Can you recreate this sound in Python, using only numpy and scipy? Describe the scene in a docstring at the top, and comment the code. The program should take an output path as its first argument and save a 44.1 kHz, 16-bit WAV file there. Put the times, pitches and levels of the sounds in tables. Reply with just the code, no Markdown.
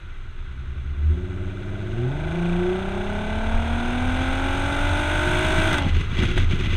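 """Six-cylinder car pulling away

A cased camera on the rear wing hears it rev out in one gear and lift off. Firing pulses sweep through
the resonances of a free-flowing exhaust; gas buzzes, growls and rasps with each, growing with the revs.
On lift-off the pipe crackles briefly. Low rumble, tyre hiss and wind grow with road speed and are
left at the end, with gusts and thuds."""
import sys
import numpy as np
from scipy import signal
from scipy.fft import rfft, irfft, next_fast_len
from scipy.io import wavfile
from scipy.ndimage import uniform_filter1d

SR = 44100
rng = np.random.default_rng(int(sys.argv[2]) if len(sys.argv) > 2 else 0)


def store_wav(level_fs):
    """Save 16-bit WAV to argv[1]."""
    pcm = np.round(np.clip(np.atleast_2d(level_fs), -1, 1) * 32767)
    wavfile.write(sys.argv[1], SR, pcm.T.astype(np.int16))


N = 298116
TIME_S = np.arange(N) / SR
PULL_S, LIFT_S = 1.0, 5.68
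REFERENCE_HZ = 300  # firing rate that engine levels refer to

# throttle, 0 dB = wide open: (time [s], engine load [dB])
THROTTLE = [(0, -19.5), (.3, -21.5), (.6, -11), (.97, -9.5), (1.11, -2.5), (1.9, 0), (5.68, -2), (5.86, -3),
            (5.93, -17.5), (6.76, -52)]
# tailpipe turbulence spectrum: (frequency [Hz], level [dB])
GAS_SPECTRUM = [(100, -22), (350, 0.5), (470, -6), (700, 1), (1100, -4), (1500, 3), (2200, -5.5),
                (3600, -1), (4500, -23), (7400, -24.5), (9300, -19.5), (10400, -37), (15000, -38)]


def undb(db):
    """Decibels to gain."""
    return 10 ** (np.asarray(db) / 20)


def unit(x):
    """Scale to rms 1."""
    return x / np.sqrt(np.mean(x ** 2))


def curve(rows):
    """Straight lines through (time [s], value) rows."""
    return np.interp(TIME_S, *np.transpose(rows))


def humps(rows, column=2):
    """Sum of bells in dB from (time [s], half length [s], height [dB], ..) rows."""
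    return sum(row[column] * np.exp(-((TIME_S - row[0]) / row[1]) ** 2) for row in rows)


def walk(rate_hz):
    """Smooth random drift, rms 1."""
    hold = max(int(SR / rate_hz), 2)
    steps = np.repeat(rng.standard_normal(N // hold + 1), hold)
    return unit(uniform_filter1d(uniform_filter1d(steps, hold), hold)[:N])


def colour(x, outline=None, modes=()):
    """Causal filter from an outline (Hz, dB) and resonances (Hz, width Hz, dB)."""
    size = 2 * next_fast_len(N // 2 + SR // 4)
    hz = np.maximum(np.arange(size // 2 + 1) * SR / size, 1)
    db = np.zeros(len(hz))
    if outline is not None:
        outline_hz, outline_db = np.transpose(outline)
        db += np.interp(np.log(hz), np.log(outline_hz), outline_db)
    for centre_hz, width_hz, lift_db in modes:
        db += lift_db / (1 + (2 * (hz - centre_hz) / width_hz) ** 2)
    # minimum phase: resonances ring after their cause
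    cepstrum = irfft(db * np.log(10) / 20)
    cepstrum[1:size // 2] *= 2
    cepstrum[size // 2 + 1:] = 0
    return irfft(rfft(x, size) * np.exp(rfft(cepstrum)))[:N]


def repeat(cycle, lines, size=4096):
    """Periodic wave from complex lines at 1, 2, .. times the cycle rate."""
    shape = irfft(np.r_[0, lines], size) * size / np.sqrt(2)
    return np.interp(cycle % 1 * size, np.arange(size + 1), np.r_[shape, shape[0]])


def firing_hz(coast_hz=226.5, sink_s=0.22):
    """Firing rate: climbs under power, sinks after lift-off."""
    # revs under power: (time [s], firing rate [Hz])
    revs = [(0, 59.3), (.85, 64), (1.0, 73.2), (1.2, 91), (1.45, 95), (1.68, 99), (1.9, 103.5),
            (2.1, 135.6), (2.2, 151), (2.4, 172.4), (2.52, 173.6), (2.94, 195.5), (3.78, 237.3),
            (4.62, 278.1), (5.04, 297.2), (5.46, 314.7), (5.68, 321)]
    coasting_s = np.maximum(TIME_S - LIFT_S, 0)
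    return coast_hz + (curve(revs) - coast_hz) * np.exp(-coasting_s / sink_s)


def firing_db(base_db=-10, db_per_octave=3):
    """Firing strength: follows revs and throttle."""
    return base_db + db_per_octave * np.log2(firing_hz() / REFERENCE_HZ) + curve(THROTTLE)


def gas_db(base_db=-26.5, db_per_hz=0.1077, throttle_share=0.33, stop_s=5.785, fall_db_per_s=212):
    """Tailpipe gas level: follows revs and throttle, peaks in one rev band, dies after lift-off."""
    raspy_hz, half_width_hz, lift_db = 171, 20.5, 3
    revs_db = db_per_hz * (firing_hz() - REFERENCE_HZ)
    raspy_db = lift_db * np.exp(-((firing_hz() - raspy_hz) / half_width_hz) ** 2)
    dying_db = fall_db_per_s * np.maximum(TIME_S - stop_s, 0)
    return base_db + revs_db + raspy_db + throttle_share * curve(THROTTLE) - dying_db


def speed_db(top_db, db_per_doubling, start_share=0.43):
    """Level that follows road speed, which rises evenly during the pull."""
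    return top_db + db_per_doubling * np.log2(curve([(PULL_S, start_share), (LIFT_S, 1)]))


def exhaust(cycle, upper_db=-23, upper_db_per_octave=-18, scatter_db=6.5, rough_db=0.47):
    """Six firings a cycle drive the pipe's standing waves: even at low revs, lumpier higher up."""
    # engine orders: (multiple of cycle rate, level at low revs [dB], level at high revs [dB])
    orders = [(3.08, -27, -21), (4, -26, -20.5), (4.92, -20.5, -14), (6, 3, 4), (6.77, -10.5, -8.5),
              (7.95, -17, -18.5), (9.14, -14, -20), (10.4, -20.5, -32), (11.01, -12, -11.5), (12, -1.5, -1),
              (12.99, -3, -6.5), (12.86, -31, -11.5), (14.9, -31, -14), (16.4, -29, -18.5),
              (16.9, -11, -13), (18.2, -3, -7.5), (18.75, -12.5, -7), (19.93, -17.5, -21.5),
              (21.1, -14, -15), (22.35, -21.5, -33), (22.97, -16, -15.5), (24, -12, -12.5),
              (27.4, -17.5, -23)]
    # exhaust response: (frequency [Hz], gain [dB])
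    pipe = [(20, -48.5), (60, -12), (100, -23.5), (200, -26), (310, -28), (410, -27.5), (480, -36.5),
            (640, -18.5), (900, -23.5), (1100, -23.5), (1500, -31), (3400, -23), (4600, -52), (10000, -23)]
    # standing waves: (frequency [Hz], width [Hz], lift [dB])
    pipe_modes = [(75, 10.7, 22), (124.7, 26, 12), (172.2, 12.3, 10), (247, 36, 7), (284, 14, 1),
                  (360.5, 26.5, 19.5), (523, 18, 3.5), (890, 130, 6.5)]
    multiple, low_db, high_db = np.transpose(orders)
    order = np.arange(1, 100)
    in_tail = order > round(multiple[-1])
    tail_db = upper_db + upper_db_per_octave * np.log2(order / multiple[-1])
    tail_db += scatter_db * rng.standard_normal(len(order))
    # firing harmonics align into pulses; the lines between come from unequal cylinders
    phase = 2 * np.pi * rng.random(len(order)) * (order % 6 > 0)
    spectra_db = (np.where(in_tail, tail_db, np.interp(order, multiple, db)) for db in (low_db, high_db))
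    low, high = (repeat(cycle, undb(db) * np.exp(1j * phase)) for db in spectra_db)
    pulses = low + (high - low) * np.interp(firing_hz(), [120, 165], [0, 1])
    return colour(pulses * undb(firing_db() + rough_db * walk(90)), pipe, pipe_modes)


def puffs(cycle, decay_firings=1.0):
    """One gas puff per firing, stronger on one side of the cycle; the muffler evens out high revs."""
    throb_db = np.interp(firing_hz(), [180, 280], [3, 2])
    puff = np.exp(-(cycle * 6 % 1) / decay_firings)
    return unit(puff * undb(throb_db * np.cos(2 * np.pi * cycle)))


def buzz(cycle, gain_db=-5.5, line_count=240):
    """The jagged, repeating part of the puffs rings the tailpipe: a metallic buzz."""
    # tailpipe ring: (frequency [Hz], gain [dB])
    tailpipe = [(200, -56), (480, -37), (850, -11.5), (1100, -10), (1300, -1), (1520, 7.5), (1850, -15.5),
                (2350, 0.5), (2900, -11.5), (3600, -15), (4500, -39), (7000, -49)]
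    jagged = repeat(cycle, np.exp(2j * np.pi * rng.random(line_count)))
    # lines gain strength as the revs spread them apart
    ring = colour(jagged * puffs(cycle) * np.sqrt(firing_hz()), tailpipe)
    return unit(ring) * undb(gas_db() + gain_db)


def growl(cycle, gain_db=-37, decay_firings=0.4):
    """Under load each firing coughs a short, dark burst of turbulence."""
    # cough spectrum: (frequency [Hz], level [dB])
    spectrum = [(150, -18), (400, -1.5), (520, 2), (750, -3.5), (1100, -10.5), (2500, -22), (4500, -32),
                (8500, -27.5), (11000, -43)]
    coughs = np.exp(-(cycle * 6 % 1) / decay_firings) * rng.standard_normal(N)
    return unit(colour(coughs, spectrum)) * undb(firing_db() + gain_db)


def rasp(cycle, gain_db=-5, sizzle_hz=6000, sizzle_db_per_db=0.59, neutral_db=-33):
    """Fresh turbulence in each puff; faster gas sizzles more."""
    gas = unit(colour(puffs(cycle) * rng.standard_normal(N), GAS_SPECTRUM))
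    sizzle = signal.sosfiltfilt(signal.butter(2, sizzle_hz, "high", fs=SR, output="sos"), gas)
    flow_db = gas_db()
    sizzle_gain = undb(sizzle_db_per_db * (flow_db - neutral_db))
    return (gas + sizzle * (sizzle_gain - 1)) * undb(flow_db + gain_db)


def boom(hz, width_hz, steady):
    """Low resonance stirred by turbulence; steady (0-1) flattens its envelope."""
    pole = np.exp((2j * hz - width_hz) * np.pi / SR)
    ring = signal.lfilter([1], [1, -pole], rng.standard_normal(N))
    ring = signal.lfilter([1], [1, -pole], ring)
    even = ring / (np.abs(ring) + 1e-9) ** steady
    band = signal.butter(2, [.7 * hz, 1.3 * hz], "band", fs=SR, output="sos")
    return unit(signal.sosfilt(band, even.real))


def rumble(waver_db=1.5):
    """Two low resonances, louder with speed, swelling now and then."""
    # swells: (time [s], half length [s], deep mode lift [dB], upper mode lift [dB])
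    swells = [(2.3, 0.44, -2, -2), (3.55, 0.055, 9, 1), (4.1, 0.18, 5, 5), (4.92, 0.04, 2, 7.5),
              (5.96, 0.048, 3.5, 10), (6.43, .1, 8.5, 7)]
    deep_db = speed_db(-26.5, db_per_doubling=6) + humps(swells, column=2) + waver_db * walk(16)
    upper_db = speed_db(-27.5, db_per_doubling=12) + humps(swells, column=3)
    deep = boom(hz=25.3, width_hz=25.4, steady=1.0)
    upper = boom(hz=83.5, width_hz=21.3, steady=0.99)
    return deep * undb(deep_db) + upper * undb(upper_db)


def tyres(patchy_db=0.35):
    """Tread hiss: grows with speed, wavers with the asphalt."""
    # hiss spectrum: (frequency [Hz], level [dB])
    spectrum = [(40, 8), (130, 1), (350, 0.5), (550, -5.5), (850, -1.5), (1400, 6), (2000, -0.5),
                (3400, -1.5), (4000, -6.5), (4600, -21.5), (8000, -25), (11000, -31.5), (15000, -44.5)]
    level_db = speed_db(-39.5, db_per_doubling=9) + patchy_db * walk(25)
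    hiss = colour(rng.standard_normal(N), spectrum, modes=[(362, 104, 10.2)])
    return unit(hiss) * undb(level_db)


def wind():
    """Eddies buffet the case, harder with speed and in gusts."""
    # buffeting spectrum: (frequency [Hz], level [dB])
    spectrum = [(20, -24.5), (42, -1.5), (70, 7), (120, 3.5), (200, -3.5), (370, -10.5), (480, -18),
                (800, -27), (1500, -21.5), (2100, -17.5), (3300, -14), (4600, -35), (8500, -45),
                (11000, -51.5), (15000, -64)]
    # gusts and lulls: (time [s], half length [s], change [dB])
    gusts = [(4.1, .25, 3), (5.6, 0.36, 4), (5.92, .02, -6), (6.08, 0.025, -12), (6.21, 0.039, 8.5),
             (6.30, 0.035, 5.5), (6.40, 0.037, 7.5), (6.48, 0.019, -8), (6.53, 0.03, 4.5),
             (6.58, 0.017, -4), (6.66, 0.12, 2)]
    eddies = rng.standard_normal(N) * undb(1.8 * walk(80) + 2 * walk(500))
    buffeting = colour(eddies, spectrum, modes=[(361, 32, 8.6)])
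    return unit(buffeting) * undb(speed_db(-29, db_per_doubling=18.5) + humps(gusts))


def overrun(decay_s=0.007):
    """Unburnt fuel pops in the pipe after lift-off: short bursts of gas."""
    # pops: (time [s], level [dB])
    pops = [(5.73, -21), (5.742, -19.5), (5.783, -22.5), (5.799, -41), (6.234, -26), (6.377, -23)]
    bursts = sum(undb(db) * (TIME_S >= s) * np.exp(-np.abs(TIME_S - s) / decay_s) for s, db in pops)
    return bursts * unit(colour(rng.standard_normal(N), GAS_SPECTRUM))


def thuds(push_s=0.0015):
    """Dull thuds while coasting: one swing of air pressure each, with a faint ring."""
    # pressure swings: (time [s], level [dB])
    swings = [(5.866, -15), (6.13, -19.5), (6.235, -13), (6.435, -25), (6.536, -15), (6.675, -17.5)]
    pressure = np.zeros(N)
    for time_s, level_db in swings:
        lead = (time_s - TIME_S) / push_s
        pressure += undb(level_db) * 2 * lead * np.exp(-lead ** 2)
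    return colour(pressure, modes=[(180, 55, 4.1), (369, 16, 8.3)])


def scene(jitter_cycles=0.001, jitter_exponent=0.56):
    """One engine cycle, less even at low revs, times the firing sounds; pops, road and air are added."""
    rate_hz = firing_hz()
    jitter = jitter_cycles * (REFERENCE_HZ / rate_hz) ** jitter_exponent * walk(60)
    cycle = np.cumsum(rate_hz / 6) / SR + jitter
    engine = exhaust(cycle) + buzz(cycle) + growl(cycle) + rasp(cycle) + overrun()
    return (engine + rumble() + tyres() + wind() + thuds())[None]


def record(dry, cutoff_hz=15200):
    """The camera case rings at its own pitches; the top is cut."""
    # case resonances: (frequency [Hz], width [Hz], lift [dB])
    case_modes = [(1485, 364, 4), (1774, 92, -5), (2027, 62, 8.5), (2324, 34, 4.5), (3103, 93, -9),
                  (3844, 53, 0), (6313, 430, 11), (8360, 340, 6.5)]
    cased = colour(dry[0], modes=case_modes)
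    lowpass = signal.ellip(10, .2, 80, cutoff_hz, fs=SR, output="sos")
    return signal.sosfilt(lowpass, cased)[None]


dry = scene()
out = record(dry)
store_wav(out)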